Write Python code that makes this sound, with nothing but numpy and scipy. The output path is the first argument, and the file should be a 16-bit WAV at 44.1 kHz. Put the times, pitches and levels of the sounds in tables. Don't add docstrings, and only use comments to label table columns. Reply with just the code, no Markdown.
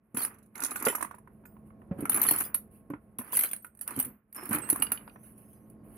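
import sys
import numpy as np
from scipy import signal
from scipy.fft import rfft, irfft, next_fast_len
from scipy.io import wavfile
from scipy.ndimage import uniform_filter1d

SR = 44100
rng = np.random.default_rng(int(sys.argv[2]) if len(sys.argv) > 2 else 0)


def int16_out(signal):
    q = np.round(np.clip(np.atleast_2d(signal).T, -1, 1) * 32767)
    wavfile.write(sys.argv[1], SR, q.astype(np.int16))


def voltage_ratio(level):
    return 10 ** (np.asarray(level, float) / 20)


N = 263277


def evened(x):
    return x / np.sqrt(np.mean(x ** 2) + 1e-20)


def read(points, hz):
    f, value = np.transpose(points)
    return np.interp(np.log(hz + 1), np.log(f + 1), value)


def curve(rows):
    s, *columns = np.transpose(rows)
    return [np.interp(np.arange(N) / SR, s, column) for column in columns]


def drift(*sizes):
    x = rng.standard_normal(N)
    for size in sizes:
        x = uniform_filter1d(x, size=size)
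    return evened(x)


def add(mix, s, sound):
    part = mix[:, round(s * SR):][:, :sound.shape[1]]
    part += sound[:, :part.shape[1]]


def highpass(x, order, hz):
    return signal.sosfilt(signal.butter(order, hz, "high", fs=SR, output="sos"), x)


def colour(x, spectrum):
    hz = abs(np.fft.fftfreq(4096, 1 / SR))
    log_gain = np.log(voltage_ratio(np.maximum(read(spectrum, hz), -90)))
    taps = np.fft.ifft(np.exp(np.conj(signal.hilbert(log_gain)))).real[:2048]
    return signal.oaconvolve(x, taps[None] / np.linalg.norm(taps), axes=1)[:, :N]


# (frequency [Hz], likeness [0-1])
LIKENESS = [(60, 0.89), (300, 0.93), (640, .7), (1400, 0.32), (15000, 0.022)]
# (frequency [Hz], left over right [dB])
BALANCE = [(60, -2), (400, -1.5), (1500, -6), (8000, -9.5), (14000, -0.5)]


def ports(x):
    size = next_fast_len(N)
    hz, z = np.fft.rfftfreq(size, 1 / SR), rfft(x, size)
    same = np.clip(read(LIKENESS, hz), 0, 1)
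    lean = voltage_ratio(read(BALANCE, hz) / 2)
    left = lean * z[0]
    right = (same * z[0] + np.sqrt(1 - same ** 2) * z[1]) / lean
    return irfft([left, right], size)[:, :N]


def modes(hz, db, t60, pan_db, turn, rise=0.0012):
    t = np.arange(int(SR * np.clip(np.max(t60), .01, .8))) / SR
    columns = (hz, db, np.maximum(t60, .01), pan_db, turn)
    hz, db, t60, pan_db, turn = (np.reshape(v, (-1, 1)) for v in columns)
    size = voltage_ratio(db - 60 * t / t60) * (1 - np.exp(-t / rise))
    sides = []
    for side in (1, -1):
        sine = np.sin(2 * np.pi * hz * t + side * turn / 2)
        sides.append((size * voltage_ratio(side * pan_db / 2) * sine).sum(0))
    return np.array(sides)


def burst(db, t60):
    t = np.arange(4000) / SR
    rise = 1 - np.exp(-t / .0006)
    return voltage_ratio(db - 60 * t / max(t60, .005)) * rise * rng.standard_normal((2, 4000))


def patchy(x, depth_db):
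    z = signal.stft(x, nperseg=256, noverlap=192)[2]
    spots = uniform_filter1d(rng.standard_normal(z.shape[1:]), size=2, axis=0)
    spots = uniform_filter1d(spots, size=14, axis=1)
    gain = voltage_ratio(depth_db * evened(spots))
    return signal.istft(z * evened(gain), nperseg=256, noverlap=192)[1][:, :N]


def whistle(hz, width):
    r = np.exp(-np.pi * width / SR)
    slow = signal.lfilter([1], [1, -r], rng.standard_normal(N) + 1j * rng.standard_normal(N))
    phase = 2 * np.pi * np.cumsum(hz * np.ones(N)) / SR
    return evened(((3.3 + slow / np.std(slow)) * np.exp(1j * phase)).real)


# (time [s], level [dB])
YARD_LEVEL_DB = [(0, -63), (0.3, -50.5), (0.5, -53), (1.2, -49.5), (1.88, -45), (2.0, -30.5), (2.1, -37),
                 (2.5, -47), (3.55, -52), (3.72, -57.5), (3.95, -48), (4.1, -45), (4.22, -65),
                 (4.32, -59.5), (4.55, -37), (5.05, -47.5), (5.6, -47.5), (5.97, -42)]
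# (frequency [Hz], density [dB per Hz])
YARD_SPECTRUM = [(35, -6.5), (150, -7), (300, -10), (650, -20.5), (1750, -41), (3500, -64.5), (8300, -69.5),
                 (16500, -75)]
# (frequency [Hz], width [Hz], level over the yard [dB])
HUM_LINES = [(215.3, 7.1, -3), (194.6, 9, -10), (119, 26, -15), (660, 13, -21.5), (1082, 9, -23)]


def yard():
    level_db = curve(YARD_LEVEL_DB)[0] - 9.5
    rumble = evened(ports(colour(rng.standard_normal((2, N)), YARD_SPECTRUM)))
    deep = signal.sosfiltfilt(signal.butter(2, 110, fs=SR, output="sos"), rumble)
    hum = sum(voltage_ratio(db) * whistle(hz, width) for hz, width, db in HUM_LINES)
    steady = deep + hum * voltage_ratio([[-.6], [.6]])
    return voltage_ratio(level_db) * (rumble - deep) + voltage_ratio(np.minimum(level_db, -54)) * steady


# (time [s], frequency [Hz], level [dB])
BIRD_WHISTLES = [
    [(5.1, 5900, -81), (5.26, 6240, -77), (5.35, 6580, -103.5), (5.5, 6300, -81), (5.66, 5980, -87)],
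    [(5.07, 5340, -99), (5.3, 5370, -90), (5.6, 5030, -88)],
    [(5.78, 4880, -96), (5.84, 4520, -96), (5.96, 4550, -87)],
]


def birds():
    out, t = np.zeros(N), np.arange(N) / SR
    for rows in BIRD_WHISTLES:
        hz, db = curve(rows)
        db = db + 4 * drift(1500) - 3
        warble_hz = 110 * drift(900, 900)
        sounding = (t > rows[0][0]) * (t < rows[-1][0])
        out += voltage_ratio(db) * whistle(hz + warble_hz, 90) * sounding
    return out * voltage_ratio([[-4.5], [-1.5]])


# (frequency [Hz], density [dB per Hz])
CRATE_SPECTRUM = [(60, -46), (250, 5), (600, -7), (1200, 2.5), (2500, -8), (3700, -31), (6000, -45)]


def blows(rows, others, turn, puff_db, pan_db, rise, dull_db):
    tones, puffs = np.zeros((2, N)), np.zeros((2, N))
    rank = np.arange(len(others) + 1) > 0
    for (s, db, hz, t60), luck in zip(rows, rng.uniform(-1.5, 1, (len(rows), 3, len(rank)))):
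        near = hz * np.r_[1, others] * (1 + 0.052 * rank * luck[0])
        dulling = dull_db * np.maximum(np.log2(near / hz), 0)
        level = db + 5.5 - 7 * rank + 3 * luck[1] * rank - dulling
        add(tones, s, modes(near, level, t60 * (1 - 0.26 * rank), pan_db + 0 * near, turn * luck[2], rise))
        add(puffs, s, burst(db + puff_db, 2.0 * t60))
    return tones + ports(colour(puffs, CRATE_SPECTRUM))


# (time [s], peak level [dB], frequency [Hz], t60 [s])
FLOOR_THUDS = [(0.142, -33.5, 233, .07), (0.17, -33, 253, .07), (0.627, -42, 263, .07),
               (0.865, -16.5, 440, .035), (.874, -24, 520, .05), (.896, -31, 400, .04),
               (1.909, -23.5, 182.6, .06), (1.909, -44, 554, .2), (1.986, -33.5, 288, .07),
               (2.023, -26.5, 280, .07), (2.146, -34.5, 292, .07), (2.31, -30.5, 303, .07),
               (2.899, -31, 285, .1), (2.933, -30.5, 275, .05), (2.95, -40, 290, .05),
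               (3.189, -33.5, 239, .07), (3.962, -37, 230, .07), (3.973, -29, 260, .09),
               (4.06, -42, 250, .12), (4.425, -42, 362, .07), (4.49, -36, 285, .07), (4.507, -25, 214, .05),
               (4.542, -33, 300, .15), (4.725, -22.5, 301, .03), (4.794, -36.5, 275, .07)]


def thuds():
    late = [(s + 0.0021, *rest) for s, *rest in FLOOR_THUDS]
    out = blows(late, others=[.55, .8, 1.3, 1.9], turn=0.34, puff_db=-25.5, pan_db=-2.0,
                rise=0.0022, dull_db=8)
    return highpass(out, 2, 110)


# (frequency [Hz], density [dB per Hz])
STEEL_SPECTRUM = [(3000, -11.5), (3690, -32), (4260, -23), (7110, -44), (9660, 4), (12100, 1),
                  (15300, -9.5), (16500, -28.5)]
# (frequency [Hz], density [dB per Hz])
PLIERS_SPECTRUM = [(2500, -14), (3500, -2.5), (5100, -6.5), (6000, 3.5), (8000, 4.5), (9500, -27.5)]


def grains(per_s, size_db, tail_s, busy):
    ticks = (rng.random(N) < per_s / SR) * voltage_ratio(size_db * np.minimum(rng.exponential(1, N), 3))
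    keep = np.exp(-1 / (tail_s * SR))
    contacts = evened(signal.lfilter([1], [1, -keep], ticks))
    level = (1 + busy * contacts) / np.sqrt(1 + busy + busy ** 2)
    return level * rng.standard_normal((2, N))


def jingle(busy):
    out = np.zeros((2, N))
    for s, size, *luck in rng.random((2000, 11)):
        if busy[int(s * N)] > 0:
            f, pan, turn = np.reshape(luck, (3, 3))
            hz = 3000 + 12800 * f
            db = 0.47 * read(STEEL_SPECTRUM, hz) + 14 * size
            add(out, s * N / SR, modes(hz, db, .012 + .07 * turn ** 2, 14 * pan - 9, 2 * np.pi * turn))
    return out / np.sqrt(np.mean(out[:, busy > 0] ** 2))


# (start [s], end [s], screws at start [dB], screws at end [dB], crate wall [dB])
HAND_STROKES = [(0.173, 0.247, -37.5, -36.5, -51), (0.559, 0.817, -53.5, -48.5, -56.5),
                (0.8, 0.912, -51.5, -37, -50), (0.978, 1.065, -49, -59, -61.5),
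                (1.987, 2.048, -59, -59.5, -60), (2.119, 2.408, -38, -32.5, -48),
                (2.716, 2.773, -59.5, -60, -86), (3.203, 3.328, -61, -52, -62),
                (3.327, 3.479, -34, -36.5, -60), (3.876, 4.002, -55, -42, -54),
                (4.359, 4.51, -52.5, -51.5, -56), (4.515, 4.563, -38, -34, -42.5),
                (4.612, 4.96, -48.5, -51.5, -56.5), (5.0, 5.722, -61.5, -70.5, -83),
                (5.84, 5.99, -72, -55, -78)]
RISE_DB_PER_S, SCREWS_FALL_DB_PER_S, WALL_FALL_DB_PER_S = 1397, 331.5, 151.5
REST_SCREWS_DB, REST_WALL_DB, REST_FOLLOW = -80.5, -85.5, 2.4


def heap_levels():
    t = np.arange(N) / SR
    rest = np.minimum(curve(YARD_LEVEL_DB)[0] + 57, 0)
    screws, wall = REST_SCREWS_DB + REST_FOLLOW * rest, REST_WALL_DB + rest
    for start, end, first_db, last_db, wall_db in HAND_STROKES:
        before = RISE_DB_PER_S * np.maximum(start - t, 0)
        after = np.maximum(t - end, 0)
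        stroke = np.interp(t, [start, end], [first_db, last_db])
        screws = np.maximum(screws, stroke - before - SCREWS_FALL_DB_PER_S * after)
        wall = np.maximum(wall, wall_db - before - WALL_FALL_DB_PER_S * after)
    return screws, wall


def stir():
    screws_db, wall_db = heap_levels()
    busy = np.clip((screws_db + 62) / 12, 0, 1.5)
    screw_grains = patchy(grains(300, 4.5, .002, busy), depth_db=4) / np.sqrt(1 + busy)
    wall_grains = grains(260, 4.0, .003, .2 + busy)
    heavy = .06 * busy * colour(screw_grains[::-1], PLIERS_SPECTRUM)
    screws = ports(colour(screw_grains, STEEL_SPECTRUM) + heavy)
    screws = screws + .6 * np.minimum(busy, 1) * jingle(busy)
    screws_db = screws_db + 3 * drift(1500, 1500)
    wall = ports(colour(wall_grains, CRATE_SPECTRUM))
    return voltage_ratio(screws_db + 0.5) * screws + voltage_ratio(wall_db + 5.0) * wall


def struck(tables, main_hz, spread):
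    rows = [(*row, hz) for table, hz in zip(tables, main_hz) for row in table]
    luck = rng.uniform(-1.6, 1, len(rows))
    return [(*row[:-1], row[-1] * (1 + spread * u)) for row, u in zip(rows, luck)]


# (time [s], peak level [dB])
WALL_KNOCKS = [(.634, -31), (.823, -31.5), (.851, -35), (.927, -31), (1.438, -56), (2.936, -38),
               (4.69, -38), (.981, -36.5), (1.008, -28), (1.143, -39.5), (1.183, -47), (1.274, -46.5),
               (1.566, -51.5), (1.704, -52), (1.817, -50.5), (2.903, -38.5), (3.19, -36.5), (3.331, -32.5),
               (3.909, -39), (4.378, -35.5), (4.759, -30), (5.077, -38.5), (5.159, -41.5), (3.212, -37)]
THICK_HANDLE_KNOCKS = [(0.864, -25), (.9495, -25), (1.0255, -24), (1.0475, -30), (1.111, -35), (2.157, -32)]
HANDLE_KNOCKS = [(0.149, -42), (.168, -29.5), (0.248, -35), (.619, -32), (.657, -33.5), (.716, -29.5),
                 (2.054, -25.5), (2.094, -31.5), (2.544, -42.5), (2.937, -36.5), (3.646, -38), (3.998, -43),
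                 (4.549, -28), (4.822, -25), (4.918, -29.5)]
THIN_HANDLE_KNOCKS = [(.595, -35.5), (.8675, -20), (4.535, -33), (.758, -26.5), (1.454, -45.5)]
GRIP_KNOCKS = [(0.554, -40.5), (.869, -24), (0.884, -25), (3.39, -33), (3.41, -34), (2.545, -38),
               (.901, -31), (2.287, -27), (3.373, -32.5), (3.438, -30), (3.876, -43), (4.69, -37.5)]


def knocks():
    tables = [WALL_KNOCKS, THICK_HANDLE_KNOCKS, HANDLE_KNOCKS, THIN_HANDLE_KNOCKS, GRIP_KNOCKS]
    rows = struck(tables, main_hz=[1047, 1175, 1360, 1430, 2080], spread=0.075)
    t60_s = .019
    return blows([(*row, t60_s) for row in rows], others=[.7, .85, 1.2, 1.45, 1.8], turn=1.74,
                 puff_db=-8.5, pan_db=-5, rise=0.0012, dull_db=4)


# (time [s], level [dB])
PICK_BOUNCES = [
    (4.821, -26),
    (4.867, -36),
    (4.919, -28),
    (4.974, -40.5),
    (5.077, -51),
    (5.096, -50),
]
# (frequency [Hz], level [dB], t60 [s])
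PICK_BODY = [(1450, -4, 0.04), (2040, -7, .03), (3400, -8, .025), (2400, -4, .04), (2870, -1, 0.05),
             (3970, -7, 0.016), (4635, -5, 0.033)]


def pick():
    out, (hz, mode_db, t60) = np.zeros((2, N)), np.transpose(PICK_BODY)
    for (s, db), luck in zip(PICK_BOUNCES, rng.uniform(-1, 1, (len(PICK_BOUNCES), len(hz)))):
        spot = luck[::-1]
        level = db + mode_db + 5 * luck
        add(out, s, modes(hz * (1 + .035 * spot), level, .55 * t60, -7 + 0 * hz, 1.5 * spot))
    return out


# (time [s], level [dB],
# frequency [Hz], t60 [s], left over right [dB])
SINGLE_RINGS = [(0.147, -42, 10980, 0.2, 0), (0.171, -40, 11010, 0.3, -3), (.708, -42, 10920, .2, -3),
                (.852, -32, 10950, .1, -5), (.884, -34, 10200, .11, -5), (.87, -40, 9738, .4, -8),
                (.953, -32, 11580, .1, 0), (.952, -38, 8376, .05, -8), (.884, -39, 3047, .12, -6),
                (.866, -31, 2750, .025, -6), (.868, -33, 3400, .025, -4), (.899, -39, 2650, .05, -7),
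                (1.457, -80, 4996, .2, -6), (1.457, -68, 8140, .2, -8), (1.457, -66, 6794, .07, -6),
                (0.231, -30.5, 9670.0, 0.075, -20.5), (0.554, -50, 11020, 0.22, -11),
                (0.885, -44.5, 7430, 0.13, -19), (1.458, -58.5, 12700, 0.11, -2),
                (1.456, -64, 14770, 0.32, -17), (2.143, -22, 10980, 0.12, -8), (2.215, -28, 13100, 0.07, 5),
                (2.268, -27, 10980, .12, -3), (2.28, -39, 4318, 0.21, 5.5), (2.384, -43, 14740, 0.35, -9),
                (2.445, -55, 4950, 0.1, -9.5), (3.329, -36, 12860, 0.2, 8), (3.438, -34, 12520, 0.19, 12),
                (3.565, -61.5, 8530, 0.46, -11), (3.623, -50, 12250, 0.09, 7),
                (3.995, -45, 8134, 0.16, -16.5), (4.005, -42, 15150.0, 0.25, 0.5), (4.08, -53, 12260, .2, 0),
                (3.79, -60, 8530, .1, -11), (4.8, -48, 8330, .07, -9), (4.328, -52, 13320, 0.2, 0),
                (4.356, -50, 13320, 0.14, 5), (4.363, -59, 5300, .55, -11), (4.365, -62, 5390, .4, -8),
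                (4.622, -56.5, 2750, 0.47, -7), (4.619, -42.5, 8300, 0.28, -17.5),
                (4.919, -33.5, 11200, 0.2, -1)]


def rings():
    out = np.zeros((2, N))
    for (s, db, hz, t60, pan), turn in zip(SINGLE_RINGS, rng.uniform(0.4, 0.7, len(SINGLE_RINGS))):
        add(out, s, modes(hz, db + 2.0, t60, pan, turn, rise=0.00078))
    return out


# (time [s], level [dB], t60 [s], main mode [Hz], left over right [dB])
PLIERS_CLINKS = [(0.1454, -38.0, 0.14, 11010, 0.2), (0.17, -25.0, 0.1, 11010, -3.8),
                 (0.179, -27, 0.03, 11010, -3), (0.2034, -27.5, 0.037, 10970, -3.1),
                 (0.2337, -25.5, 0.01, 9670, -14.1), (0.2492, -15.0, 0.027, 11040, -0.5),
                 (0.46, -62, 0.06, 10500, -4), (0.5553, -40.0, 0.06, 11020, -14.5),
                 (0.578, -36.0, 0.039, 10970, -4.1), (0.6035, -25.0, 0.02, 11090, -5.0),
                 (0.622, -30.0, 0.07, 10960, -7.4), (0.6363, -17.0, 0.03, 11150, -2.3),
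                 (0.6463, -23.0, 0.07, 10370, -6.6), (0.662, -25.0, 0.04, 10350, -5.6),
                 (0.708, -31.5, 0.088, 10920, -3.3), (0.7583, -33.0, 0.13, 10370, -6.4),
                 (0.7992, -33.0, 0.06, 10430, -3.6), (0.8245, -24.5, 0.041, 11880, -2.3),
                 (0.8512, -21.0, 0.12, 10950, -5.3), (0.871, -27, 0.05, 11000, -4),
                 (0.8827, -24.0, 0.11, 10190, -5.1), (0.9516, -24.0, 0.06, 11600, 0.2),
                 (0.984, -38.0, 0.04, 11620, -2.2), (1.0112, -29.0, 0.035, 9290, -12.8),
                 (1.026, -24.0, 0.044, 9220, -10.2), (1.048, -36.0, 0.05, 10580, -4.5),
                 (1.274, -62, 0.05, 10500, -4), (1.4538, -49.5, 0.066, 12630, -2.2)]
RAKE_CLINKS = [(2.0059, -37.5, 0.087, 10760, -7.4), (2.0545, -28.0, 0.04, 10660, -1.1),
               (2.0955, -10.0, 0.046, 11480, 2.4), (2.1295, -22.0, 0.05, 10960, -1.4),
               (2.1441, -17.0, 0.06, 10980, -5.3), (2.1613, -18.0, 0.045, 10970, -4.5),
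               (2.173, -19.0, 0.03, 10980, -2.3), (2.1967, -18.0, 0.015, 12400, -1.6),
               (2.2157, -12.0, 0.04, 13080, 5.1), (2.2293, -15.0, 0.04, 13080, -0.8),
               (2.2365, -15.0, 0.05, 13090, -2.1), (2.2658, -18.0, 0.04, 11000, -3.7),
               (2.287, -11.0, 0.04, 10970, -2.5), (2.3096, -10.0, 0.05, 11800, 2.9),
               (2.3225, -15.0, 0.035, 11800, -0.8), (2.336, -21.0, 0.05, 15340, -3.9),
               (2.3612, -17.0, 0.03, 10940, -2.4), (2.377, -23.0, 0.03, 11050, -2.1),
               (2.385, -20.0, 0.06, 10970, 0.2), (2.4065, -21.0, 0.05, 11750, 6.4),
               (2.45, -33.5, 0.12, 14740, 1.2), (2.5435, -14.0, 0.072, 11580, -2.3),
               (2.9013, -47.0, 0.075, 10840, -2.9), (3.1854, -26.0, 0.07, 11270, 0.1),
               (3.198, -32.0, 0.05, 10210, -4.6), (3.217, -38.0, 0.05, 9800, -1.9),
               (3.2452, -45.0, 0.05, 10220, -5.9), (3.2766, -42.0, 0.04, 11350, -3.6),
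               (3.3263, -34.0, 0.1, 12880, 0.5), (3.357, -28.0, 0.04, 14010, -5.3),
               (3.3702, -10.0, 0.04, 12630, -0.9), (3.3904, -15.0, 0.07, 12520, -1.4),
               (3.4087, -15.0, 0.031, 10540, -2.5), (3.427, -25.0, 0.03, 11660, 0.8),
               (3.4357, -12.5, 0.027, 12510, -1.4), (3.447, -24.0, 0.07, 12520, 3.5),
               (3.5121, -22.0, 0.04, 12050, -2.8), (3.5325, -16.0, 0.025, 9540, -2.1),
               (3.563, -29.0, 0.032, 9810, -4.1)]
PICK_CLINKS = [(3.6458, -37.0, 0.034, 10060, -5.9), (3.654, -45, 0.03, 12000, -3),
               (3.665, -44, 0.05, 14200, -2), (3.75, -48, 0.03, 9800, -6), (3.772, -47, 0.04, 9800, -6),
               (3.7909, -41.0, 0.027, 10020, -9.0), (3.8106, -29.0, 0.1, 9850, -7.9),
               (3.829, -38, 0.04, 9800, -6), (3.8771, -18.0, 0.026, 9780, -6.0),
               (3.9065, -32.5, 0.09, 10510, -3.7), (3.9627, -28.0, 0.03, 10950, -2.3),
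               (3.99, -22, 0.05, 11970, -1.1), (3.9991, -13.0, 0.036, 12140, 0.0),
               (4.026, -24, 0.03, 9750, -6), (4.048, -29.0, 0.068, 13190, -3.8),
               (4.066, -34, 0.02, 10800, -3), (4.3264, -34.0, 0.026, 13320, -3.4),
               (4.347, -32.0, 0.03, 9520, -1.8), (4.3557, -35.0, 0.04, 11970, 0.5),
               (4.3625, -28.0, 0.025, 9940, -3.4), (4.4545, -32.0, 0.047, 9820, -6.4),
               (4.4906, -31.0, 0.1, 9770, -3.7), (4.509, -26.0, 0.038, 11800, -0.1),
               (4.5289, -17.0, 0.051, 9660, -6.4), (4.5474, -21.0, 0.067, 11410, -0.1),
               (4.5847, -28.0, 0.05, 9790, -9.1), (4.6895, -26.0, 0.028, 10840, -2.0),
               (4.6997, -11.5, 0.063, 10710, -4.0), (4.7281, -15.0, 0.022, 10680, -4.0),
               (4.76, -21.0, 0.025, 11100, 1.7), (4.8, -27.0, 0.015, 8330, -5.1),
               (4.8223, -13.5, 0.06, 10210, -5.9), (4.8664, -36.5, 0.06, 10730, -2.7),
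               (4.9185, -16.5, 0.052, 10330, -7.1), (5.231, -54.0, 0.39, 10090, -6.5),
               (5.378, -51.0, 0.11, 10070, -4.9), (5.53, -54.0, 0.1, 12490, -1.5),
               (5.7, -48.5, 0.032, 10210, -4.2)]
# (first time [s], peak level [dB], gap [s], loss a bounce [dB])
BOLT_BOUNCES = [
    (0.3415, -54.5, .043, 2.5),
    (1.110, -48, 0.037, 3),
]
BOUNCE_T60_S = 0.075
# (time [s], level [dB])
PLIERS_LEVEL_DB = [(.3, -13), (.5, -7.5), (.62, -5.5), (.9, -10), (1.2, -16), (1.3, -22), (5.97, -24.5)]


def clinks():
    tones, cracks = np.zeros((2, N)), np.zeros((2, N))
    bounces = [(s + k * gap, db - k * loss_db, BOUNCE_T60_S, 10300, -5)
               for s, db, gap, loss_db in BOLT_BOUNCES for k in range(3)]
    rows = PLIERS_CLINKS + RAKE_CLINKS + PICK_CLINKS + bounces
    for (s, db, t60, hz, pan_db), luck in zip(rows, rng.random((len(rows), 4, 16))):
        mode_hz = np.r_[hz, hz - 900 + 1800 * luck[0, 1], 3200 + 12600 * luck[0, 2:]]
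        weak_db = -5 + .85 * read(STEEL_SPECTRUM, mode_hz[2:]) - 10 * luck[1, 2:]
        level = db + np.r_[-5, -8, weak_db]
        mode_t60 = t60 * np.r_[.9, .25 + .5 * luck[2, 1:] ** 2]
        mode_pan = pan_db + 8 * luck[1, ::-1] - 4
        add(tones, s, modes(mode_hz, level, mode_t60, mode_pan, 2 * np.pi * luck[3], rise=0.0006))
        add(cracks, s, burst(db - 5.5, .75 * t60) * voltage_ratio([[pan_db / 2 + 2], [-pan_db / 2 - 2]]))
    cracks = patchy(cracks, depth_db=5.5)
    heavy = voltage_ratio(curve(PLIERS_LEVEL_DB)[0]) * colour(cracks, PLIERS_SPECTRUM)
    return tones + ports(colour(cracks, STEEL_SPECTRUM) + heavy)


def crate_echo(x):
    t = np.arange(6000) / SR
    echoes = rng.choice([-1., 1.], (2, 6000)) * (rng.random((2, 6000)) < .06)
    taps = echoes * voltage_ratio(-60 * t / 0.17) * (t > .001)
    return signal.oaconvolve(x, taps / np.linalg.norm(taps[0]), axes=1)[:, :N]


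def scene():
    background = yard() + birds()
    heap = thuds() + stir() + rings()
    hits = knocks() + pick() + highpass(clinks(), 2, 350)
    return background + heap + hits + voltage_ratio(-9) * crate_echo(hits)


def top_cut(x):
    return signal.sosfilt(signal.butter(12, 16970, fs=SR, output="sos"), x)


def record(dry):
    mix = highpass(dry, 4, 48)
    mix = signal.sosfilt(signal.butter(14, 16100, fs=SR, output="sos"), mix)
    return top_cut(mix)


dry = scene()
out = record(dry)
int16_out(out)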